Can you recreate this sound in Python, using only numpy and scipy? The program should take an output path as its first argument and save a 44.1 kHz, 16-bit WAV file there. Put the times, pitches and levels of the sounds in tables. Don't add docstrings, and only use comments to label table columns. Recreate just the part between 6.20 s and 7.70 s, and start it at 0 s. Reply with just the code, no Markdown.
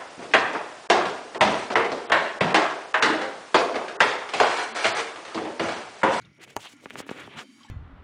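import sys
import numpy as np
from scipy import signal
from scipy.fft import rfft, irfft, next_fast_len
from scipy.io import wavfile
from scipy.ndimage import uniform_filter1d, map_coordinates

SR = 44100
rng = np.random.default_rng(int(sys.argv[2]) if len(sys.argv) > 2 else 0)


def ratio_of_db(decibels):
    return 10 ** (np.asarray(decibels, float) / 20)


def materialize(psi):
    bounded = np.clip(np.atleast_2d(psi).T, -1, 1)
    quanta = np.round(bounded * 32767).astype(np.int16)
    wavfile.write(sys.argv[1], SR, quanta)


N = 66150
TIME = np.arange(N) / SR


def unit(x):
    return x / np.sqrt(np.mean(x ** 2) + 1e-20)


def wobble(rate):
    knots = rng.standard_normal(int(N * rate / SR) + 4)
    return map_coordinates(knots, [np.arange(N) * rate / SR])


def filtered(x, response):
    m = next_fast_len(len(x) + 8192)
    spectrum = rfft(x, m) * response(np.fft.rfftfreq(m, 1 / SR))
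    return irfft(spectrum, m)[:len(x)]


def along(points, hz):
    f, db = np.transpose(points)
    return ratio_of_db(np.interp(np.log(hz + 1), np.log(f + 1), db))


def peak(f, hz, width_hz):
    return 1j * f * width_hz / (hz * hz - f * f + 1j * f * width_hz)


def steady(x):
    power = np.abs(uniform_filter1d(x ** 2, round(0.02 * SR))) + 1e-20
    evenness = 0.8
    return unit(x / power ** (evenness / 2))


def grit(rate, scatter_db, share):
    when = rng.random(N) < rate / SR
    slips = when * rng.standard_normal(N) * ratio_of_db(scatter_db * np.minimum(rng.exponential(size=N), 3))
    return share * unit(slips) + np.sqrt(1 - share ** 2) * rng.standard_normal(N)


def stroke(start, length, db, place):
    edge_s, swell_db = 0.017, 14
    t = TIME - start
    off = np.interp(t / length, [0, np.clip(place, 0.05, 0.95), 1], [-1, 0, 1])
    swell = ratio_of_db(db - swell_db * np.abs(off) ** 1.25)
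    fade_in = np.clip(t / edge_s, 0, 1)
    fade_out = np.clip((length - t) / (0.89 * edge_s), 0, 1)
    return swell * fade_in * fade_out


def add(out, s, x):
    part = out[round(s * SR):][:len(x)]
    part += x[:len(part)]


def drags():
    # (start [s], length [s], level [dB], peak place [0-1], body [Hz])
    drag_rows = [(.008, 0.12, -62, 0.44, 1260), (1.344, 0.22, -61, 0.33, 1100),
                 (0.187, 0.076, -47, 0.7, 1880), (0.265, 0.089, -53, 0.3, 2190),
                 (0.385, 0.034, -52, 0.4, 1100), (0.398, 0.099, -43.5, 0.73, 2780),
                 (0.425, 0.065, -46, 0.51, 950), (0.497, 0.0435, -63, 0, 2280),
                 (0.525, 0.14, -62, 0.48, 1000), (0.613, 0.11, -65, 0.36, 2170),
                 (0.674, 0.11, -54, 0.34, 1980), (0.751, 0.11, -45.5, 0.43, 1374),
                 (0.848, 0.095, -47.5, 0.87, 1460), (0.916, 0.17, -42, 0.51, 1370),
                 (1.045, 0.13, -53, 0.66, 1700), (1.159, 0.078, -39.5, 0.4, 1300),
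                 (1.164, 0.065, -49.5, 0.45, 5600), (1.083, 0.16, -46, 0.61, 890),
                 (1.022, 0.049, -51, 0.64, 2950)]
    top_hz, low_hz, wide = 3600, 463, 0.75
    rub = grit(3300, 5.5, 0.51) * ratio_of_db(1.3 * wobble(120))

    def case(f, hz):
        top = max(top_hz, 1.46 * hz)
        treble_cut = 1 / (1 + (1j * f / top) ** 2 + 0.9j * f / top) ** 3
        low_cut = f / (f - 1j * low_hz)
        return treble_cut * low_cut * peak(f, hz, wide * hz)

    out = np.zeros(N)
    for s, length, db, place, hz in drag_rows:
        body = steady(filtered(rub, lambda f: case(f, hz)))
        out += stroke(s, length, db, place) * body
    return out


def snaps():
    # (time [s], peak level [dB], pitch [Hz], thump over snap [dB], tick over snap [dB])
    snap_rows = [(0.2769, -43, 1470, -5, -25), (.535, -55.5, 885, 9, -30), (0.658, -25, 1570, -6, -40),
                 (0.7, -35.5, 2200, -19, -9.5), (0.7062, -24, 2000, -15.5, -19.5),
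                 (0.7561, -23, 1520, -10, -30), (0.7843, -45, 684, 11, -30), (0.8019, -29.5, 1320, 2, -17),
                 (0.8659, -41, 900, 0, -6), (0.8683, -55, 600, 12, -30), (0.8902, -36, 1470, -27, -40),
                 (0.892, -22, 1700, -6, -32), (0.8957, -27.5, 2470, -24, -29),
                 (0.8964, -30, 2450, -3.5, -40), (0.9122, -31.5, 1200, 10.5, -22),
                 (1.0764, -32.5, 740, -18, -32), (1.0781, -42, 704, 8.5, -48),
                 (.458, -34.5, 830, -17.5, -35)]
    cycles, sag = 3.02, 0.42
    thump_hz, thump_t60, thump_lag_s = 356, 0.0081, 0.00097
    sinks = 0.01
    out, t = np.zeros(N), np.arange(SR // 25) / SR
    for s, db, hz, thump_db, tick_db in snap_rows:
        life = cycles / hz
        turns = hz * (sag * t + (1.6 - sag) * life / 3 * (1 - np.exp(-3 * t / life)))
        onset = 1 - np.exp(-(t * hz / 0.35) ** 2)
        snap = -np.sin(2 * np.pi * turns) * ratio_of_db(-60 * t / (1.58 * life)) * onset
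        tick = ratio_of_db(tick_db - 60 * t / 0.0027) * rng.standard_normal(len(t))
        late = np.maximum(t - thump_lag_s, 0)
        pitch = thump_hz * (1 + 0.021 * rng.standard_normal() - sinks * thump_db)
        thump = ratio_of_db(thump_db - 60 * late / thump_t60) * np.sin(2 * np.pi * pitch * late)
        add(out, s, 3.04 * ratio_of_db(db) * (snap + tick + thump))
    return out


def knock():
    # (time [s], peak level [dB], crack level [dB])
    contacts = [
        (0.3617, -47.5, 7),
        (0.3639, -45, 3),
        (0.3654, -14.5, -5.5),
        (.3690, -24.5, -27),
        (.375, -34.5, -32),
        (0.381, -49, -25),
        (.394, -40, -25),
    ]
    # (pitch [Hz], level [dB], t60 [s])
    shell = [(111, -19.5, 0.056), (433, -7.5, 0.034), (690, 0, 0.011), (910, 3, 0.011), (1200, -9, 0.0085),
             (1700, -11, 0.013), (2980, -13, 0.0058), (3800, -18, 0.0052), (4600, -16, 0.0059),
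             (6480, -8.5, 0.0027), (9500, -9, 0.0014)]
    out, t = np.zeros(N), np.arange(SR // 8) / SR
    for s, db, crack_db in contacts:
        ring = np.zeros(len(t))
        for hz, mode_db, t60 in shell:
            bright_db = (crack_db + 14) * (hz > 2000)
            ring += ratio_of_db(mode_db - 60 * t / t60 + bright_db) * np.sin(2 * np.pi * hz * t)
        crack = ratio_of_db(crack_db - 1 - 60 * t / 0.0035) * rng.standard_normal(len(t))
        add(out, s, ratio_of_db(db) * (crack - ring) * (1 - np.exp(-t / 0.00046)))
    return out


def plates():
    # (pitch [Hz], level [dB])
    lines = [(6650, -60), (7600, -65), (9350, -65), (2700, -62)]
    start_s, ring_s = 0.378, 0.022
    out, t = np.zeros(N), np.arange(round(ring_s * SR)) / SR
    swell = np.sqrt(np.sin(np.pi * t / ring_s))
    add(out, start_s, swell * sum(ratio_of_db(db) * np.sin(2 * np.pi * hz * t) for hz, db in lines))
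    return out


def swishes():
    # (start [s], length [s], level [dB], peak place [0-1])
    swish_rows = [(0.202, 0.059, -45.5, 0.68), (0.259, 0.095, -56.5, 0.54), (0.38, 0.12, -47.5, 0.32),
                  (0.473, 0.085, -53.5, 0.46), (0.59, 0.097, -60, 0.57), (0.68, 0.13, -58, 0.47),
                  (0.769, 0.053, -38.5, 0.39), (0.842, 0.1, -55.5, 0.37), (0.9, 0.19, -55, 0.52),
                  (1.073, 0.099, -73, 0), (1.156, 0.036, -57, .5), (1.166, 0.084, -49.5, 0.27)]
    # (frequency [Hz], level [dB])
    skin = [(1500, 2), (3000, 4), (5200, -0.5), (7200, 0.5), (10500, -7.5), (12800, -18), (15000, -11.5),
            (16000, -22)]
    hiss = steady(filtered(grit(5500, 1.0, 0.56), lambda f: along(skin, f)))
    hiss = hiss * ratio_of_db(2.76 * wobble(88.744))
    return hiss * sum(stroke(*row) for row in swish_rows)


def murmurs():
    # (start [s], length [s], level [dB], peak place [0-1])
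    presses = [
        (0.167, 0.11, -54, 0.32),
        (0.254, 0.16, -56, 0.14),
        (0.603, 0.081, -53.5, 0.49),
        (0.696, 0.19, -49, 0.3),
        (0.927, 0.24, -47.5, 0.15),
        (1.146, 0.12, -49, 0.49),
    ]
    body = filtered(grit(700, 4.1, 0.66), lambda f: peak(f, 393, 370) ** 2)
    return steady(body) * sum(stroke(*row) for row in presses)


def trickle():
    # (pitch [Hz], width [Hz], level at first [dB], level at the end [dB])
    basin = [(1403, 29, -3.5, -19), (2050, 65, 0, -13.5), (2224, 104, 4, -2), (2910, 44, -7.5, -11),
             (3075, 82, -11, -3), (3850, 380, -18, -3), (4680, 100, -23, -5), (5600, 220, -11, -6.5),
             (6570, 210, -11.5, -6.5), (7640, 47, -25, -8), (9280, 760, -14.5, -8)]
    # (time [s], level [dB])
    flow = [(0, -61), (.1, -68), (.17, -62.5), (.55, -59), (.85, -62.5), (1.25, -59.5), (1.5, -57.5)]
    splash = grit(1400, 6.6, 0.18)
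    late = np.arange(N) / N
    ring = np.zeros(N)
    for hz, width_hz, first_db, last_db in basin:
        sway_db = 1.5 * wobble(15.65)
        mode = unit(filtered(splash, lambda f: peak(f, hz, 1.04 * width_hz) * peak(f, hz, 6 * width_hz)))
        ring += ratio_of_db(first_db + (last_db - first_db) * late + sway_db) * mode
    return ratio_of_db(np.interp(TIME, *np.transpose(flow)) - 6.5) * ring


def splashes():
    # (time [s], level [dB], centre [Hz], t60 [s])
    splash_rows = [(.012, -60, 6440, 0.06), (0.017, -54.5, 4200, 0.051), (.018, -53, 1440, 0.046),
                   (.048, -50, 3660, 0.03), (.052, -62.5, 5800, 0.062), (0.102, -59, 3940, .02),
                   (0.129, -56, 4930, .015), (.148, -64, 10000, 0.017), (.164, -60.5, 3500, 0.028),
                   (.372, -35, 6600, 0.017), (.566, -52, 7500, 0.017), (1.431, -52.5, 3970, 0.031)]
    wide = 0.23
    out, t = np.zeros(N), np.arange(SR // 16) / SR
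    for s, db, hz, t60 in splash_rows:
        puff = unit(filtered(rng.standard_normal(len(t)), lambda f: peak(f, hz, wide * hz) ** 2))
        add(out, s, ratio_of_db(db - 60 * t / t60) * (1 - np.exp(-t / 0.0021)) * puff)
    return out


def drips():
    # (time [s], level [dB], pitch [Hz], t60
    # [s])
    drip_rows = [(0.013, -56.5, 3850, 0.02), (0.017, -65, 4270, 0.023), (.049, -52, 3638, 0.016),
                 (0.055, -58, 2790, 0.042), (1.243, -63.5, 3117, 0.47), (1.407, -52, 1124, 0.055),
                 (1.433, -44.5, 3216, 0.022), (1.432, -53, 4930, 0.02), (1.447, -50.5, 837, 0.1),
                 (1.45, -56.5, 1093, 0.091), (1.482, -56, 1700, 0.085)]
    rise, attack_s = 0.0025, 0.0016
    out, t = np.zeros(N), np.arange(SR // 8) / SR
    for s, db, hz, t60 in drip_rows:
        phase = 2 * np.pi * hz * t * (1 + rise * t / t60) + 0.73 * wobble(81)[:len(t)]
        add(out, s, 2 * ratio_of_db(db - 60 * t / t60) * (1 - np.exp(-t / attack_s)) * np.sin(phase))
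    return out


def whistle():
    # (time [s], level [dB], pitch [Hz])
    line = [
        (1.22, -90, 4450),
        (1.25, -75, 4470),
        (1.31, -69, 4480),
        (1.351, -64, 4670),
        (1.39, -78, 4760),
        (1.43, -87, 4800),
    ]
    s, db, hz = np.transpose(line)
    db, hz = np.interp(TIME, s, db), np.interp(TIME, s, hz)
    phase = 2 * np.pi * np.cumsum(hz) / SR + 0.6 * wobble(120)
    return ratio_of_db(db + 2.8 * wobble(60.4)) * np.sin(phase)


def gurgle():
    # (time [s], level [dB], pitch [Hz])
    drift = [(0, -58, 133.7), (0.121, -58, 134.7), (0.181, -75.5, 189.4), (0.301, -74, 198.8),
             (0.461, -90, 231.6), (.54, -55, 266.2), (.62, -59.5, 259.7), (0.791, -52, 258.3),
             (0.851, -55, 276.4), (.96, -50, 290), (1.101, -65, 282.1), (1.166, -56, 240.8),
             (1.291, -51, 243.2), (1.359, -62.5, 251.2), (1.5, -56.5, 257.3)]
    wide_hz, lumps_db = 42.2, 2.5
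    s, db, hz = np.transpose(drift)
    db, hz = np.interp(TIME, s, db), np.interp(TIME, s, hz)
    turn = 2 * np.pi * np.cumsum(hz) / SR
    band = wobble(2 * wide_hz) * np.cos(turn) + wobble(2 * wide_hz) * np.sin(turn)
    return ratio_of_db(db) * unit(band * ratio_of_db(lumps_db * wobble(15.35)))


def air():
    # (frequency [Hz], density [dB per Hz])
    hush_colour = [(25, -27), (50, -23), (230, -4), (330, 6), (450, -18.5), (1800, -10.5), (6000, -21.5),
                   (11000, -62), (16000, -41)]
    # (time [s], level [dB])
    shake = [(0, -55.5), (.1, -58), (.16, -67), (.21, -64.5), (.29, -60.5), (.34, -67), (.4, -57),
             (.46, -79), (.55, -70), (.7, -67.5), (.8, -53.5), (.85, -71), (.97, -61.5), (1.08, -52.5),
             (1.12, -66), (1.175, -47.5), (1.24, -84), (1.48, -66.5)]
    hush = unit(filtered(rng.standard_normal(N), lambda f: along(hush_colour, f)))
    hush_db = -68.5 + 6.5 * np.arange(N) / N
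    rumble = filtered(rng.standard_normal(N), lambda f: peak(f, 118.7, 89.1) ** 2)
    rumble = steady(rumble * ratio_of_db(4.4 * wobble(26.8)))
    rumble_db = 2.6 + np.interp(TIME, *np.transpose(shake))
    return ratio_of_db(hush_db) * hush + ratio_of_db(rumble_db) * rumble


def room(x):
    t60 = 0.076
    t = np.arange(SR // 4) / SR
    tail = filtered(rng.standard_normal(len(t)) * ratio_of_db(-60 * t / t60), lambda f: peak(f, 1070, 2600))
    return signal.fftconvolve(x, tail / np.linalg.norm(tail))[:N]


def suppressed(x):
    # (start [s], length [s], depth [dB], from [Hz])
    shuts = [
        (.186, .011, -12, 3300),
        (.379, .012, -22, 3200),
        (.832, .034, -7, 4000),
        (1.153, .005, -18, 4200),
        (1.47, .017, -8, 4200),
    ]
    close_s, open_s = 0.0052, 0.00061
    for s, length, db, hz in shuts:
        closing = np.clip((TIME - s) / close_s + 0.5, 0, 1)
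        opening = np.clip((s + length - TIME) / open_s, 0, 1)
        treble = filtered(x, lambda f: 1 / (1 + (hz / (f + 1)) ** 16))
        x = x - closing * opening * (1 - ratio_of_db(db)) * treble
    return x


def scene():
    soft_snaps = filtered(snaps(), lambda f: (f / (f - 130j)) ** 2 / (1 + 1j * f / 8000) ** 2)
    hits = soft_snaps + knock() + drips() + splashes()
    hand = drags() + murmurs() + swishes()
    water = trickle() + gurgle() + whistle()
    bed = hits + ratio_of_db(-16.5) * room(hits) + hand + water + air()
    return (suppressed(bed) + plates())[None]


def top_cut(x):
    return signal.sosfilt(signal.butter(12, 16970, fs=SR, output="sos"), x)


def record(dry):
    top_hz = 16300
    x = filtered(dry[0], lambda f: (f / (f - 55j)) ** 3 * (f < top_hz))
    return top_cut(x[None])


dry = scene()
out = record(dry)
materialize(out)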